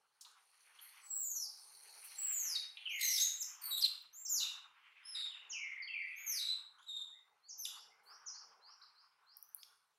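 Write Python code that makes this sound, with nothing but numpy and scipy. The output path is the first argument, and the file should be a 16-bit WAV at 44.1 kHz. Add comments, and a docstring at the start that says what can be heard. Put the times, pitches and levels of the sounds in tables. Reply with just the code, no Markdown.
"""Monkeys squealing in a forest

High sliding squeals and cries, probably from the tight throats of young macaques, carry through a forest
as the troop climbs about. Birds whistle falling slurs, short chips and a row of thin rising notes.
Leaves rustle, boughs swish and twigs snap. Trunks and foliage scatter every call into a long echo,
over a soft far wash of noise."""
import sys
import numpy as np
from scipy import signal
from scipy.fft import rfft, irfft
from scipy.io import wavfile
from scipy.ndimage import uniform_filter1d

SR = 44100
rng = np.random.default_rng(int(sys.argv[2]) if len(sys.argv) > 2 else 0)


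def output_pcm(signal):
    """Save a mono or channel-first signal as 16-bit PCM at the path in sys.argv[1].

    Samples are clipped to [-1, 1] before scaling.
    """
    pcm = np.clip(np.atleast_2d(signal).T, -1, 1) * 32767
    wavfile.write(sys.argv[1], SR, np.round(pcm).astype(np.int16))


N = 440118
TIME = np.arange(N) / SR

# Levels compare the rows of one table; each layer may be turned up or down afterwards.
# How alike left and right sound: f/Hz, likeness/0-1
STEREO_LIKENESS = [(30, .82), (125, .93), (500, .972), (1300, .975), (2200, .995), (6800, .992), (8500, .7),
                   (14000, .68)]
# Tone colour of each noise: f/Hz, level/dB
WASH_COLOUR = [(15, -39.5), (80, -38), (150, -14), (200, -9.5), (320, -15.5), (430, 7), (620, 1),
               (850, 15.5), (1300, -11), (2500, -44)]  # low forest wash
AIR_COLOUR = [(20, -13.5), (90, -13.5), (150, -3), (220, -15), (1000, -0.5), (3300, -3.5), (4300, -3.5),
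              (7500, -9.5), (15000, -13)]  # steady far hiss
LEAF_COLOUR = [(200, -54), (1500, -23.5), (3500, -16.5), (4300, 7.5), (5000, -4.5), (6000, 1), (7600, -16),
               (9200, 7.5), (12000, -6.5), (15500, -18.5)]  # shaken leaves
BRUSH_COLOUR = [(100, -66), (500, -48), (800, -3), (1100, 6.5), (1500, 3.5), (1900, -10), (3000, -27.5),
                (6000, -29.5), (15000, -54)]  # brushing branches
SWISH_COLOUR = [(300, -62), (1300, -7.5), (2100, 0), (3100, -3), (3900, -16.5), (9000, -39.5)]  # swishing boughs
# Swells of those noises: peak t/s, swelling/s, settling/s, level/dB
WASH_SURGES = [(2.0, 1.1, 1, -85), (2.9, 0.24, 0.45, -88), (3.8, .15, 0.069, -86),
               (4.4, 0.064, 0.17, -85.5), (5.5, 0.061, .06, -78.5), (8.1, 0.65, 0.23, -83),
               (8.48, 0.07, 0.2, -81)]  # the wash grows and sinks
LEAF_SHAKES = [(.62, 0.21, .14, -72.5), (.84, 0.1, .3, -69), (1.72, 0.8, .25, -61.5),
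               (2.1, 0.352, .38, -58.5), (3.0, 0.32, .5, -71.5), (6.15, 0.17, .25, -78.5),
               (9.65, 0.1, .15, -75)]  # sprays of leaves are shaken
BRANCH_BRUSHES = [(.27, 0.033, 0.13, -67), (.9, .45, 0.59, -75.5), (2.15, 1, 1, -75),
                  (2.52, 0.035, 0.047, -63), (3.63, 0.17, 0.34, -66.5), (4.39, 0.068, 0.28, -61.5),
                  (5.25, 0.37, 0.64, -73), (6.28, .04, 0.073, -68.5), (6.62, 0.19, 0.58, -74.5),
                  (7.73, .045, 0.15, -69.5), (8.33, 0.35, 0.71, -67.5), (9.68, 0.8, 0.16, -77.5)]  # branches brush as the troop moves
BOUGH_SWISHES = [(.92, 0.41, 0.14, -67), (2.5, .45, 0.166, -58.5), (3.4, 0.82, 0.5, -65),
                 (4.45, .1, 0.14, -65.5), (5.1, 0.28, .55, -62.5), (6.35, .24, 0.16, -59.5),
                 (8.5, 1, 1, -82)]  # boughs bend and swish back
# Twig snaps and leaf ticks: t/s, level/dB, centre f/Hz, width/octaves, dying time/s, gain into the echo
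TWIG_SNAPS = [(0.209, -51, 6300, 0.63, 0.0091, 0.69), (0.247, -53.5, 3860, 0.36, 0.007, 0.71),
              (0.789, -56, 3226, 0.11, 0.0055, 0.42), (.81, -55, 11500, 0.12, 0.034, 0.59),
              (2.039, -52, 10830, 0.297, 0.0215, 0.42), (2.77, -46.5, 2988, 0.283, 0.0057, 1.25),
              (4.02, -60, 14400, 0.1, 0.004, 0.17), (8.03, -76, 10860, 0.4, 0.039, 1.2),
              (9.369, -45.5, 13340, 0.3, 0.0015, 0.48), (9.427, -39, 12800, 0.18, 0.00074, 0.29),
              (9.49, -55.5, 13000, 0.24, 0.0011, 0.064), (9.547, -32, 11860, 0.25, 0.00077, 0.32),
              (9.631, -48, 4110, 0.53, 0.0023, 0.44)]
# How long the echo lasts: f/Hz, time to fade by 60 dB/s
ECHO_TIMES = [(500, 0.22), (2300, 0.6), (3800, 0.39), (7000, 0.4), (11000, 0.36), (15000, 0.3)]
# Arched squeals: t/s, time to the crest/s, length/s, start f/Hz, crest f/Hz, end f/Hz, soft lead-in/s,
# level/dB, octave overtone/dB, roughness/0-1
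MONKEY_SQUEALS = [(1.015, 0.12, .455, 8140, 7763, 4640, 0.087, -40, -6.5, 0.23),
                  (2.148, 0.11, 0.42, 7400, 7724, 4200, 0.035, -37.5, -7.5, .17),
                  (2.889, 0.099, 0.2876, 5000, 6834, 4770, 0.14, -34.5, -7.5, 0.33),
                  (3.336, 0.071, 0.097, 7460, 7380, 4750, 0.067, -34.5, -10.5, .35),
                  (4.125, 0.16, .27, 5470, 7460, 4080, 0.17, -34, -9, 0.15),
                  (5.026, .078, 0.21, 5100, 5253, 3960, .025, -50.5, -8.5, 0.2),
                  (6.155, .078, .25, 6060, 6790, 3875, 0.11, -37.5, -5, 0.26),
                  (7.571, 0.026, 0.086, 6040, 6360, 4700, 0.01, -42.5, -6, 0.22)]
# Held cries, the roughest a scream: t/s, attack/s, length/s, start f/Hz, end f/Hz, level/dB,
# octave overtone/dB, roughness/0-1
MONKEY_CRIES = [(2.55, 0.013, 0.035, 4010, 3554, -33.5, -28, 0.07),
                (2.98, 0.042, .25, 4045, 4300, -46, -4, .97),
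                (3.021, 0.011, 0.036, 3890, 4173, -37, -6, .08),
                (3.171, 0.011, 0.089, 3765, 3904, -35.5, -8.5, 0.38),
                (3.193, 0.011, 0.08, 6280, 6800, -29.5, -14.5, 0.2),
                (3.609, .02, 0.15, 4564, 4294, -50.5, 1.5, 0.3),
                (3.704, 0.013, 0.1023, 4005, 3577, -37.5, -13.5, 0.19),
                (3.758, 0.017, 0.059, 4090, 3950, -46, -2, .42),
                (4.389, 0.027, 0.078, 3975, 3636, -35, -18, 0.33),
                (5.144, 0.0086, 0.1578, 3754, 3640, -39, -22.5, 0.21),
                (6.381, .025, .165, 3920, 3860, -36.5, -20.5, 0.29),
                (6.779, .02, .08, 3290, 3800, -64, -11, 0.54),
                (6.858, 0.051, 0.18, 3834, 3593, -39.5, -18, 0.17),
                (7.647, .012, 0.024, 4205, 2707, -38.5, -7, 0.5)]
# Low falling slurs: far bird whistles, and the falling undertone of the yelp at 3.8 s:
# t/s, length/s, start f/Hz, end f/Hz, level/dB, fading over the note/dB
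LOW_SLURS = [(2.852, 0.032, 3160, 2185, -33, 6.5), (2.892, 0.18, 2626, 2071, -42, 6),
             (3.815, 0.04, 3490, 2120, -48.5, 13), (4.404, 0.057, 3133, 2325, -40, 19),
             (5.296, 0.086, 3570, 2424, -54.5, 3.5), (5.522, 0.34, 3278, 2115, -43.5, 9.5),
             (5.871, 0.05, 3277, 2100, -47, -4.5), (5.934, 0.12, 2577, 2025, -38.5, 11),
             (6.08, 0.33, 2678, 2243, -50.5, 15.5)]
# Points along one sharp yelp: t/s, f/Hz, level/dB, octave overtone/dB, roughness/0-1
YELP_PATH = [(3.806, 5900, -46, -12, .5), (3.826, 4750, -27, -16, .65), (3.835, 4250, -24, -24, .3),
             (3.843, 4110, -19, -26, .15), (3.852, 4000, -29, -18, .7), (3.875, 3500, -40, -16, .6)]
# Short bird notes: t/s, length/s, start f/Hz, end f/Hz, level/dB
BIRD_CHIPS = [(4.244, 0.035, 7440, 4630, -39.5), (5.491, 0.047, 7542, 4660, -42.5),
              (5.819, 0.024, 4980, 4305, -45), (6.017, 0.0152, 4845, 4386, -57),
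              (7.481, 0.048, 7640, 4640, -46.5), (8.255, .047, 7380, 4580, -42.5)]  # falling
BIRD_RISES = [(7.12, 0.0563, 1810, 2220, -71.5), (7.893, 0.049, 1944, 2340, -71.5),
              (8.169, 0.045, 1864, 2060, -80), (7.418, 0.13, 4030, 5580, -64),
              (7.734, 0.11, 3960, 6224, -60.5), (8.046, 0.1243, 4010, 6330, -60),
              (8.325, 0.098, 3960, 6090, -55.5), (8.604, 0.1446, 3810, 6220, -61),
              (8.814, 0.017, 3620, 5830, -54.5), (8.94, 0.1, 3790, 5770, -67),
              (9.252, 0.12, 3820, 6050, -66), (9.4, 0.073, 5560, 6370, -70.5),
              (9.568, 0.079, 4000, 5900, -65.5)]  # thin and rising


def amp(db):
    """Turns decibels into a gain."""
    return 10 ** (np.asarray(db) / 20)


def evened(x):
    """Scales a signal to an average strength (rms) of 1."""
    return x / np.sqrt(np.mean(x ** 2) + 1e-20)


def read(points, hz):
    """Reads between the rows of a table, on a log-frequency axis."""
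    f, value = np.transpose(points)
    return np.interp(np.log(hz + 1), np.log(f + 1), value)


def add(mix, s, sound):
    """Mixes a sound in at s seconds."""
    part = mix[max(round(s * SR), 0):][:len(sound)]
    part += sound[:len(part)]


def flutter(size, hz):
    """Random wavering, up to about hz times a second."""
    f = np.fft.rfftfreq(size, 1 / SR)
    return evened(irfft(rfft(rng.standard_normal(size)) * np.exp(-.5 * (f / hz) ** 2), size))


def hiss(size, hz, octaves):
    """A band of noise around hz."""
    f = np.fft.rfftfreq(size, 1 / SR) + 1
    band = np.exp(-.5 * (np.log2(f / hz) / octaves) ** 2)
    return evened(irfft(rfft(rng.standard_normal(size)) * band, size))


def stereo(spectra, hz):
    """Blends two unrelated spectra into a left and a right that are mostly alike."""
    same = np.clip(read(STEREO_LIKENESS, hz), 0, 1)
    mid, side = np.sqrt((1 + same) / 2) * spectra[0], np.sqrt((1 - same) / 2) * spectra[1]
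    return np.array([mid + side, mid - side])


def airy(colour, patchy_db):
    """Stereo noise of a given colour, with drifting louder and softer patches."""
    hz = np.fft.rfftfreq(1024, 1 / SR)
    shape = (2, N // 256 + 5, len(hz))
    spectra = stereo(rng.standard_normal(shape) + 1j * rng.standard_normal(shape), hz)
    drift = uniform_filter1d(rng.standard_normal(shape[1:]), size=12, axis=0)
    patches = evened(uniform_filter1d(drift, size=16, axis=1))
    spectra *= amp(read(colour, hz) + patchy_db * patches)
    return evened(signal.istft(spectra.transpose(0, 2, 1), nperseg=1024, noverlap=768)[1][:, :N])


def sway(moves, roundness=1.5):
    """A gain that swells and settles with each movement; overlapping ones add in power."""
    power = np.zeros(N)
    for s, swell, settle, db in moves:
        away = np.maximum((s - TIME) / swell, (TIME - s) / settle)
        power += (amp(db) * np.exp(-np.minimum(away, 20) ** roundness)) ** 2
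    return np.sqrt(power)


def far_wash():
    """A low wash of noise swells now and then over a steady far hiss."""
    swells = amp(8) * np.hypot(sway(WASH_SURGES), amp(-98.5))
    return swells * airy(WASH_COLOUR, patchy_db=3) + amp(-85) * airy(AIR_COLOUR, patchy_db=3)


def leaves(rest_db=-94.5, crackle_db=2):
    """Leaves rub with a fine uneven grain and keep stirring between shakes."""
    rustle = evened(airy(LEAF_COLOUR, patchy_db=2.6) * amp(crackle_db * flutter(N, 150)))
    return np.hypot(sway(LEAF_SHAKES), amp(rest_db)) * rustle


def boughs(rest_db=-86):
    """Branches brush and swish back; the level flickers as twigs catch and let go."""
    brushing = np.hypot(sway(BRANCH_BRUSHES), amp(rest_db)) * airy(BRUSH_COLOUR, patchy_db=2.1)
    swishing = sway(BOUGH_SWISHES) * airy(SWISH_COLOUR, patchy_db=2.1)
    return (brushing + swishing) * amp(2.5 * flutter(N, 13) + 0.4 * flutter(N, 140))


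def snaps():
    """Each break or tick is a quick puff of noise; returns the direct sound and the part that echoes."""
    direct, sent = np.zeros((2, N))
    t = np.arange(8192) / SR
    for s, db, hz, octaves, dying, echo_gain in TWIG_SNAPS:
        envelope = np.exp(-t / dying) * (1 - np.exp(-t / (0.45 * dying)))
        puff = amp(db + 6) * hiss(len(t), hz, octaves) * envelope
        crack = signal.sosfilt(signal.butter(4, hz / 5, "high", fs=SR, output="sos"), puff)
        add(direct, s, crack)
        add(sent, s, echo_gain * crack)
    return direct, sent


def echo_tail(sound, echoes_per_s=5000, build_s=0.0027):
    """A dense echo tail, shaped to hold briefly and then fade ever faster."""
    t = np.arange(SR) / SR
    bounces = rng.standard_normal((2, SR)) * (rng.random(SR) < echoes_per_s / SR)
    hz, delay, spectra = signal.stft(bounces * (1 - np.exp(-t / build_s)), SR, nperseg=256)
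    fading = amp(-60 * (delay[:, None] / read(ECHO_TIMES, hz)) ** 1.275)
    spectra = stereo(spectra.transpose(0, 2, 1), hz) * fading
    tail = signal.istft(spectra.transpose(0, 2, 1), SR, nperseg=256)[1]
    return signal.fftconvolve(sound[None], tail / np.linalg.norm(tail[0]), axes=1)[:, :N]


def larynx(hz, db, octave_db, rough, third_db=-1, ring_hz=11000, top_hz=15400, buzz_hz=1100, edge_s=.012):
    """A tight voice box whistles with two overtones; under strain it wavers, buzzes and rasps."""
    size, rough = len(hz), np.clip(rough, 0, 1)
    jitter = .1 * rough * flutter(size, 350)
    quaver = 0.012 * np.tanh(rough / 0.24) * flutter(size, 80)
    wobble = .008 * flutter(SR, 14)[:size]
    phase = 2 * np.pi * np.cumsum(hz * (1 + jitter + quaver + wobble)) / SR
    # the throat rings, lifting overtones near ring_hz; they die away around top_hz
    lift = [amp(4 * np.exp(-((k * hz - ring_hz) / 1400) ** 2)) for k in (2, 3)]
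    octave = amp(octave_db) * lift[0] / (1 + (2 * hz / top_hz) ** 30)
    third = amp(third_db + 2 * octave_db) * lift[1] * np.clip((top_hz - 3 * hz) / 1200, 0, 1)
    voice = np.sin(phase) + octave * np.sin(2 * phase) + third * np.sin(3 * phase)
    # a second, slower shaking of the vocal folds adds a buzz
    buzz_phase = 2 * np.pi * np.cumsum(buzz_hz * (1 + 0.15 * flutter(size, 200))) / SR
    voice *= 1 + 0.67 * rough ** 2 * np.sin(buzz_phase)
    rasp = amp(-8) * hiss(size, ring_hz, octaves=.3) + amp(-6) * hiss(size, hz=4930, octaves=.3)
    shimmer_db = 6 * np.sqrt(rough) * flutter(size, 56)
    soft_edges = signal.windows.tukey(size, min(edge_s * SR / size, 1))
    return amp(db + shimmer_db) * soft_edges * (np.sqrt(2) * voice + rough ** 4 * rasp)


def squeal(row, scoop_s=0.027, push_s=.004, crest_rough=0.36):
    """A monkey glides softly to a high note, pushes to full voice and slides down, rougher and duller."""
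    s, crest, length, start_hz, crest_hz, end_hz, lead_in, db, octave_db, rough = row
    t = np.arange(int(length * SR)) / SR
    scoop = np.exp(-t / scoop_s)
    fall = np.clip((t - crest) / (length - crest), 0, 1)
    hz = crest_hz + (start_hz - crest_hz) * scoop + (end_hz - crest_hz) * fall ** 1.6
    soft = (1 - np.tanh((t - lead_in) / push_s)) / 2  # 1 in the lead-in, 0 after the push
    strain = (crest_rough + (1 - crest_rough) * fall) * (1 - soft / 2)
    level_db = db - 16.5 * soft - 4.5 * fall
    overtone_db = octave_db + soft - 12.5 * fall ** 4
    return s, (1 - scoop) * larynx(hz, level_db, overtone_db, rough * strain, third_db=-4)


def cry(row, release_s=0.015, fade_db=4.5):
    """A monkey holds a note, usually near one pitch, and lets it fade a little."""
    s, attack, length, start_hz, end_hz, db, octave_db, rough = row
    t = np.arange(int(length * SR)) / SR
    opening = np.sin(np.pi / 2 * np.minimum(t / attack, 1)) ** 2
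    closing = np.minimum((length - t) / release_s, 1)
    hz = np.geomspace(start_hz, end_hz, len(t))
    return s, opening * closing * larynx(hz, db - fade_db * t / length, octave_db, rough, third_db=3.5)


def whistle(hz, waver, taper):
    """A nearly pure tone; taper is the share of it spent fading in and out."""
    turns = np.cumsum(hz * (1 + waver * flutter(len(hz), 140))) / SR
    return np.sqrt(2) * np.sin(2 * np.pi * turns) * signal.windows.tukey(len(hz), np.clip(taper, 0, 1))


def slur(row, settle_s=0.045):
    """A whistle that drops fast, then levels out towards its low note."""
    s, length, start_hz, end_hz, db, fading_db = row
    t = np.arange(int(length * SR)) / SR
    hz = end_hz + (start_hz - end_hz) * np.exp(-t / settle_s)
    return s, amp(db - fading_db * t / length) * whistle(hz, waver=.038, taper=.02 / length)


def yelp():
    """A monkey's voice plunges roughly and clears for an instant at its loudest."""
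    times, *controls = np.transpose(YELP_PATH)
    t = np.arange(times[0], times[-1], 1 / SR)
    return times[0], larynx(*(np.interp(t, times, control) for control in controls))


def bird_note(row, taper, waver):
    """A whistle that slides evenly from one pitch to another."""
    s, length, start_hz, end_hz, db = row
    return s, amp(db) * whistle(np.geomspace(start_hz, end_hz, int(length * SR)), waver, taper)


def scene():
    """Monkeys and birds call some way off among the trees, over rustle and wash."""
    troop, yelper, whistles = np.zeros((3, N))
    for row in MONKEY_SQUEALS:
        add(troop, *squeal(row))
    for row in MONKEY_CRIES:
        add(troop, *cry(row))
    add(yelper, *yelp())
    for row in BIRD_CHIPS:
        add(whistles, *bird_note(row, taper=0.81, waver=0.016))
    for row in BIRD_RISES:
        add(whistles, *bird_note(row, taper=.6, waver=.006))
    for row in LOW_SLURS:
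        add(whistles, *slur(row))
    cracks, cracks_sent = snaps()
    direct = amp(-4) * (troop + yelper) + amp(-5) * whistles + cracks
    # the yelp is nearer, so it raises less echo; the whistles, mostly far birds, raise more
    echoes = echo_tail(amp(-4.5) * (troop + amp(-7) * yelper) + amp(-2.5) * whistles + cracks_sent)
    return direct + echoes + far_wash() + boughs() + leaves()


def record(dry):
    """Cuts away the very highest treble."""
    low_pass = signal.firwin(511, cutoff=15900, window=("kaiser", 9), fs=SR)
    return signal.oaconvolve(dry, low_pass[None], "same")


dry = scene()
out = record(dry)
output_pcm(out)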